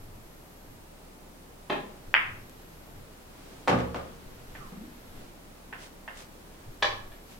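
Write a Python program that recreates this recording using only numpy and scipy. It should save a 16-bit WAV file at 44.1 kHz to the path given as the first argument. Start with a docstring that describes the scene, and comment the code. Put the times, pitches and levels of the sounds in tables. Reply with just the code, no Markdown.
"""One pool shot in a quiet, echoing hall. Throughout, ventilation hums and a camera's disk drive whines
on and off. First the cue strikes and its shaft rings; then two balls click in a brief elastic collision.
One rolls to a side pocket, drops in with a thud that excites the cabinet's low modes, and rumbles away
under the table. The player then chalks the tip twice, a gritty friction noise, and finally sets the
chalk down on the wooden rail, which rings briefly."""
import sys
import numpy as np
from scipy import signal
from scipy.fft import rfft, irfft, next_fast_len
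from scipy.io import wavfile
from scipy.ndimage import uniform_filter1d

SR = 44100
rng = np.random.default_rng(int(sys.argv[2]) if len(sys.argv) > 2 else 0)


def dump_mix(stems):
    """Bounce the given channels to the path in sys.argv[1] as a 16-bit WAV at rate SR."""
    frames = np.atleast_2d(stems).T  # one column per channel
    limited = np.clip(frames, -1, 1)  # hard clip at full scale
    pcm = np.round(limited * 32767).astype(np.int16)
    wavfile.write(sys.argv[1], SR, pcm)


N = 325899
TIME = np.arange(N) / SR
RING_TIME = TIME[:SR]

# Impacts: (time [s], level [dB], contact cutoff [Hz])
CUE_HITS = [(1.6982, -33, 9000), (1.7008, -27.5, 4000), (1.7255, -32.5, 9000)]   # tip on the cue ball, then the shaft rattles
POCKET_HITS = [(3.6752, -23.5, 6030), (3.6798, -18.5, 5030), (3.697, -38, 1800), (3.714, -25, 1800),
               (3.7875, -33, 5000), (3.9448, -31.5, 5930), (3.969, -43, 4000), (4.72, -51.5, 2000)]   # ball on the rim, walls and return channel
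CABINET_HITS = [(3.688, -27, 500), (3.728, -24.5, 250), (3.946, -39, 200)]   # the ball's weight lands in the table
RAIL_HITS = [(6.8232, -28, 5000), (6.8258, -17, 8900), (7.118, -49.5, 2500)]   # chalk cube on the rail
TIP_HITS = [(4.551, -47.5, 6000), (5.7268, -41.5, 3000), (6.078, -41.5, 4000)]   # light taps on the cue's tip
# Normal modes of each body: (frequency [Hz], bandwidth [Hz], relative level [dB])
CUE_MODES = [(398, 42, -1), (614, 36, 0), (829, 31, 0), (1020, 31, 0), (1670, 31, -4), (1830, 35, -8),
             (2100, 32, -10), (2470, 29, -4), (3150, 94, -10), (3500, 36, -13), (3890, 40, -16)]
POCKET_MODES = [(426, 23, -7), (472, 3.7, 1.5), (529, 7.7, 5), (669, 66, -5.5), (727, 46, -10),
                (855, 59, -8.5), (1215, 130, -9)]
CABINET_MODES = [(74, 1.4, 6), (121, 5.5, 3), (182, 5, 5), (222, 16, -8), (250, 8, 0), (298, 16, -10)]
RAIL_MODES = [(583, 74, -1), (1120, 103, -5.5), (1270, 15, -16), (1708, 45, 2), (1872, 21, -9.5),
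              (2150, 20, -9), (2347, 54, -8.5), (2920, 25, -11), (2950, 50, -1.5), (3400, 130, -10.5),
              (4130, 46, -10), (4400, 50, -15), (5700, 31, -18), (7150, 120, -34)]
TIP_MODES = [(640, 400, -2), (1105, 74, -9), (1500, 49, 5.5), (1766, 130, 6), (2180, 130, 7),
             (3000, 110, -4)]
# Spectrum of each body's impact transient: (frequency [Hz], relative level [dB])
CUE_CRACK = [(80, -9), (190, -1.5), (300, -0.5), (500, -11), (1000, 0.5), (1350, -7), (2000, -11),
             (2600, -7), (4000, -15.5), (4800, -27), (8000, -35), (14000, -39.5)]
POCKET_CRACK = [(60, -30), (150, -9), (340, -3.5), (520, 2.5), (1000, -4.5), (2000, -11), (3000, -15),
                (4500, -21.5), (7000, -27), (14000, -37)]
CABINET_CRACK = [(40, -18), (75, -10), (150, -9), (260, -4.5), (400, -11.5), (1000, -29), (5000, -60)]
RAIL_CRACK = [(150, -35.5), (380, -18), (600, 2.5), (1100, 1.5), (1500, -8), (2300, -5.5), (4200, -5.5),
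              (6000, -16), (8000, -28), (14000, -39)]
TIP_CRACK = [(250, -19), (600, 0), (1500, 0), (2900, -2.5), (4200, -19.5), (9000, -38)]
# Jolts in the return channel: (time [s], level [dB], resonance [Hz])
BUMPS = [(4.721, -38.5, 188), (4.772, -40, 204), (4.812, -41.5, 233), (4.835, -44.5, 305),
         (4.875, -45.5, 238), (5.05, -49.5, 249), (5.19, -50, 282)]
# Cue ball, struck ball, return channel: (start [s], stop [s], level [dB], decay rate [dB/s])
ROLLS = [(1.7, 7.4, -57, 0.8), (2.141, 4.6, -64.5, 6), (3.7, 5.35, -53.5, 2.5)]
# Swells of friction noise: (centre time [s], half width [s], level [dB])
RUBS = [(3.52, 0.17, -59.5), (4.6, 0.11, -60), (5.18, .12, -66), (5.835, 0.035, -49), (6.2, 0.034, -48),
        (7.325, 0.037, -54.5)]   # chalk grinds, cloth brushes
SHUFFLES = [(3.52, .13, -54), (5.21, 0.053, -53), (6.6, .2, -58.5)]   # the player straightens, steps and reaches
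# Write cycles of the drive: (start [s], thump level [dB])
DRIVE_WRITES = [(-.16, -48.5), (2.09, -46.5), (4.28, -48.5), (6.69, -45.5)]
# The head unparks, seeks and parks: (time in cycle [s], half width [s], relative level [dB])
HEAD_MOVES = [(.005, .017, 2.5), (.27, 0.11, 0), (.89, 0.059, -.5)]
# Fan tones: (frequency [Hz], rms level [dB])
FAN_TONES = [(24, -67), (29.9, -56.5), (60, -79), (70.2, -63)]
# Noise spectra: (frequency [Hz], relative level [dB])
ROLL_SPECTRUM = [(70, -7), (130, -3), (240, -3.5), (400, -6), (700, -14), (1500, -14.5), (4000, -21),
                 (12000, -35)]
RUB_SPECTRUM = [(400, 4.5), (1500, 4.5), (3000, 5.5), (5000, 2.5), (8500, -1.5), (11000, -7), (15000, -20)]
SHUFFLE_SPECTRUM = [(70, -10), (250, -1), (450, -6), (800, -14), (1500, -14.5), (4000, -21), (12000, -33)]
THUMP_SPECTRUM = [(15, 7), (28, -1.5), (50, -24), (80, -7), (115, -2), (170, -16.5), (400, -44),
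                  (3000, -69)]
AIR_SPECTRUM = [(20, -1), (48, -8.5), (90, -5), (160, -1), (300, -2.5), (500, -5), (850, -8), (1600, -14.5),
                (3200, -19.5), (6300, -22.5), (12000, -23), (16000, -25.5)]
# Coherence of the diffuse field: (frequency [Hz], left-right correlation [1])
COHERENCE = [(110, .96), (220, .72), (400, .4), (800, .05), (1600, -.15), (4000, -.1), (9000, 0)]
# Reverberation of the hall: (frequency [Hz], time to fall 60 dB [s])
HALL_T60 = [(70, 1), (150, 0.75), (400, 0.53), (1000, 0.49), (2700, 0.41), (7000, 0.42), (15000, 0.18)]
# Reflections from rail, lamp and ceiling: (delay [s], left gain [1], right gain [1])
ECHOES = [(.00117, .42, .4), (.0078, .2, -.52), (.0086, .52, .5), (.0114, -.2, .16), (.0209, .18, -.27),
          (.0276, .18, .28)]


def ball_clack(at_s=2.1414, level_db=-23.2, contact_s=.00043, spacing_s=.00016):
    """Hertzian contact: hard spheres hardly ring; the click is air displaced as they accelerate."""
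    def force(t):
        return np.abs(np.sin(np.pi * np.clip(t / contact_s, 0, 1))) ** 1.5
    # the balls recoil in opposite directions, one a little farther from the listener
    shove = force(RING_TIME) - force(RING_TIME - spacing_s)
    click = resonate(shove + 1e-18, hz=2050, width_hz=2000)
    track = np.zeros(N)
    add(track, at_s, from_db(level_db) * unit_blow(click))
    return track


def struck_body(hits, modes, crack_spectrum, crack_db, crack_s, low_cut_hz, scatter_db=1):
    """Modal superposition: each impact excites damped modes and a crack; soft contacts lack treble."""
    track, crack_response = np.zeros(N), minimum_phase(crack_spectrum)
    radiation = signal.butter(2, low_cut_hz, "high", fs=SR)   # long waves radiate poorly
    rings = np.array([(-1) ** k * width * from_db(db) * np.exp(-np.pi * width * RING_TIME)
                      * np.sin(2 * np.pi * hz * RING_TIME) for k, (hz, width, db) in enumerate(modes)])
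    for at_s, level_db, cutoff_hz in hits:
        ring = from_db(scatter_db * rng.standard_normal(len(modes))) @ rings
        crack = signal.fftconvolve(flat_burst(crack_s), crack_response)[:SR]
        contact = signal.butter(1, min(cutoff_hz, .45 * SR), fs=SR)
        blow = signal.lfilter(*contact, unit_blow(ring) + from_db(crack_db) * unit_blow(crack))
        add(track, at_s, from_db(level_db) * unit_blow(signal.lfilter(*radiation, blow)))
    return track


def channel_bumps(ring_s=.014, rise_s=.0036):
    """Damped resonance: each jolt of the ball rings the hollow return channel at one frequency."""
    track = np.zeros(N)
    envelope = np.exp(-RING_TIME / ring_s) * (1 - np.exp(-RING_TIME / rise_s))
    for at_s, level_db, hz in BUMPS:
        add(track, at_s, from_db(level_db) * unit_blow(envelope * np.sin(2 * np.pi * hz * RING_TIME)))
    return track


def chalk_squeak(at_s=4.555, level_db=-45.5, start_hz=1650, end_hz=822, glide_s=.075,
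                 attack_s=.05, release_s=.038, jitter=.0491):
    """Stick-slip oscillation: chalk on the tip gives an unsteady tone that sinks as the twist slows."""
    glide = end_hz + (start_hz - end_hz) * np.exp(-RING_TIME / glide_s)
    pitch = glide * (1 + jitter * smooth_noise(SR, span=60))
    tone = np.sqrt(2) * np.sin(2 * np.pi * np.cumsum(pitch) / SR)
    attack = np.minimum(RING_TIME / attack_s, 1) ** 2
    release = np.exp(-np.maximum(RING_TIME - attack_s, 0) / release_s)
    track = np.zeros(N)
    add(track, at_s, from_db(level_db) * attack * release * tone)
    return track


def rubbing(grain_db=2.0):
    """Sliding friction: surfaces catch and slip, modulating the noise into a gritty texture."""
    grain = from_db(grain_db * smooth_noise(N, span=90))
    return swells(RUBS) * unit_rms(grain) * diffuse_noise(RUB_SPECTRUM)


def rolling(edge_s=.042):
    """Rolling noise: each rumble fades as its ball slows; incoherent sources add in power."""
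    power = 0
    for start, stop, level_db, fade_db_per_s in ROLLS:
        moving = np.clip(np.minimum(TIME - start, stop - TIME) / edge_s, 0, 1)
        amplitude = from_db(level_db - fade_db_per_s * np.maximum(TIME - start, 0))
        power = power + (moving * amplitude) ** 2
    return np.sqrt(power) * diffuse_noise(ROLL_SPECTRUM)


def shuffling():
    """Friction noise: a dull rustle swells with each movement of the player."""
    return swells(SHUFFLES) * diffuse_noise(SHUFFLE_SPECTRUM)


def disk_drive(whine_hz=11762, whine_db=-65.5, write_s=.93, seek_s=.37, click_s=2.4965, click_db=-31):
    """Structure-borne sound: in each write the drive whines and its head thumps the camera body."""
    stutter = uniform_filter1d(rng.standard_normal(N), size=3000) > 0
    busy, thumps = np.zeros(N), []
    for start, level_db in DRIVE_WRITES:
        age = TIME - start
        busy += (age > 0) & (age < write_s) & (stutter | (age > seek_s))   # stutters, then holds
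        thumps += [(start + after, half, level_db + db) for after, half, db in HEAD_MOVES]
    whine = np.sin(2 * np.pi * whine_hz * TIME)
    track = from_db(whine_db) * uniform_filter1d(busy, size=400) * whine
    add(track, click_s, from_db(click_db) * np.array([1, .5]))   # the head clicks once
    return track + swells(thumps) * diffuse_noise(THUMP_SPECTRUM)


def ventilation(air_db=-51):
    """Beating: low fan tones interfere in a steady wash of broadband air noise."""
    hum = sum(from_db(db) * np.sqrt(2) * np.sin(2 * np.pi * (hz * TIME + rng.random()))
              for hz, db in FAN_TONES)
    return hum + from_db(air_db) * diffuse_noise(AIR_SPECTRUM)


def in_hall(x, direct_db, tail_db, pan_db, build_s=.0018, echo_db=-6):
    """Convolution: a source arrives as direct sound, early reflections and a diffuse tail."""
    early = np.zeros((2, SR))
    early[:, 0] = 1
    for delay, left, right in ECHOES:
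        early[:, round(delay * SR)] += from_db(echo_db) * np.array([left, right])
    response = from_db(direct_db) * early + from_db(tail_db) * hall_tail(build_s)
    balance = from_db([[pan_db / 2], [-pan_db / 2]])
    return signal.fftconvolve(x[None], response, axes=1)[:, :N] * balance


def hall_tail(build_s, clump_db=5, clump_s=.044):
    """Reverberation: the diffuse field builds, then each third-octave decays at its own rate."""
    hz, centres = np.fft.rfftfreq(SR, 1 / SR), np.geomspace(62.5, 16000, 25)
    # the first reflections arrive one by one, the later ones merge
    clumps = smooth_noise(SR, span=40) * np.exp(-RING_TIME / clump_s)
    spectrum = rfft(diffuse_noise([(1, 0), (SR, 0)], size=SR) * from_db(clump_db * clumps))
    build = 1 - np.exp(-np.minimum(RING_TIME / build_s, 10) ** 2)
    tail = 0
    for centre, pick in zip(centres, np.eye(len(centres))):
        window = np.interp(hz, centres, pick)
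        decay = np.exp(-np.log(1000) * RING_TIME / at_hz(HALL_T60, centre))
        band = irfft(spectrum * window, SR) * build * decay
        # each band carries energy in proportion to its width
        tail = tail + band * np.sqrt(np.mean(window ** 2) / np.sum(band ** 2, axis=1, keepdims=True))
    return tail


def diffuse_noise(spectrum, size=N):
    """Diffuse field: stereo noise of rms 1, coherent in the bass and incoherent in the treble."""
    padded = next_fast_len(size, real=True)
    hz = np.fft.rfftfreq(padded, 1 / SR)
    mid, side = rfft(rng.standard_normal((2, padded)))
    coherence = np.clip(at_hz(COHERENCE, hz), -1, 1)
    pair = np.sqrt(1 + coherence) * mid + np.sqrt(1 - coherence) * side * [[1], [-1]]
    shaped = pair * from_db(at_hz(spectrum, hz)) * (hz > 10)
    return unit_rms(irfft(shaped, padded)[:, :size])


def flat_burst(decay_s, passes=4):
    """Spectral whitening: repeated flattening and fading leave a short burst with no pitch."""
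    burst = rng.standard_normal(SR) * np.exp(-RING_TIME / decay_s)
    fade = np.exp(-np.minimum(RING_TIME / (10 * decay_s), 10) ** 2)
    for _ in range(passes):
        spectrum = rfft(burst)
        burst = irfft(spectrum / (np.abs(spectrum) + 1e-20), SR) * fade
    return burst


def minimum_phase(spectrum, size=4096):
    """Minimum phase: the most compact causal response with a given spectral shape."""
    magnitude = from_db(at_hz(spectrum, np.fft.rfftfreq(size, 1 / SR)))
    cepstrum = irfft(np.log(magnitude))
    causal = 2 * cepstrum[:size // 2] * (np.arange(size // 2) > 0)
    return irfft(np.exp(rfft(causal, size)))


def resonate(x, hz, width_hz):
    """Two-pole resonance with unit peak gain."""
    radius = np.exp(-np.pi * width_hz / SR)
    feedback = [1, -2 * radius * np.cos(2 * np.pi * hz / SR), radius ** 2]
    return signal.lfilter(np.array([1, 0, -1]) * (1 - radius ** 2) / 2, feedback, x)


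def swells(rows):
    """Amplitude envelope: a sum of Gaussian swells."""
    return sum(from_db(db) * np.exp(-.5 * np.minimum(((TIME - centre) / half) ** 2, 100))
               for centre, half, db in rows)


def smooth_noise(size, span):
    """Moving average of white noise over span samples, at rms 1."""
    return unit_rms(uniform_filter1d(rng.standard_normal(size), size=span))


def add(track, at_s, sound):
    """Superpose a sound on a track."""
    start = round(at_s * SR)
    track[start:start + len(sound)] += sound[:N - start]


def at_hz(points, hz):
    """Interpolate a table on a log-frequency axis."""
    frequencies, values = np.transpose(points)
    return np.interp(np.log(np.maximum(hz, 1)), np.log(frequencies), values)


def unit_blow(x):
    """Normalise to the energy of 50 ms at rms 1."""
    return x * np.sqrt(SR / 20 / (np.sum(x ** 2) + 1e-20))


def unit_rms(x):
    """Normalise to rms 1."""
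    return x / np.sqrt(np.mean(x ** 2) + 1e-20)


def from_db(db):
    """Decibels to amplitude ratio."""
    return 10 ** (np.asarray(db) / 20)


def scene():
    """Linear superposition: impacts, each from its own place in the hall, add to the softer noises."""
    cue = struck_body(CUE_HITS, CUE_MODES, CUE_CRACK, crack_db=-1, crack_s=.004, low_cut_hz=94)
    pocket = struck_body(POCKET_HITS, POCKET_MODES, POCKET_CRACK,
                         crack_db=3.5, crack_s=.0038, low_cut_hz=140)
    cabinet = struck_body(CABINET_HITS, CABINET_MODES, CABINET_CRACK,
                          crack_db=-.5, crack_s=.026, low_cut_hz=62)
    rail = struck_body(RAIL_HITS, RAIL_MODES, RAIL_CRACK, crack_db=-1, crack_s=.0035, low_cut_hz=220)
    tip = struck_body(TIP_HITS, TIP_MODES, TIP_CRACK, crack_db=3.5, crack_s=.0035, low_cut_hz=460)
    return (in_hall(cue, direct_db=-7, tail_db=-2, pan_db=.5)
            + in_hall(ball_clack(), direct_db=-1.1, tail_db=1.8, pan_db=.4, build_s=.01, echo_db=0)
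            + in_hall(pocket, direct_db=-9.5, tail_db=-3, pan_db=.6)
            + in_hall(cabinet, direct_db=-3.5, tail_db=-6.5, pan_db=-.5, echo_db=-27)
            + in_hall(rail, direct_db=-12, tail_db=-6, pan_db=-.5)
            + in_hall(tip + chalk_squeak(), direct_db=-7.5, tail_db=-.5, pan_db=-1.8)
            + in_hall(channel_bumps(), direct_db=-7.5, tail_db=-10.5, pan_db=.2, echo_db=-22)
            + rubbing() + rolling() + shuffling() + disk_drive() + ventilation())


def record(dry):
    """Band limiting: a steep elliptic low-pass removes the treble above 15.9 kHz."""
    return signal.sosfilt(signal.ellip(12, .1, 70, 15900, fs=SR, output="sos"), dry)


dry = scene()
out = record(dry)
dump_mix(out)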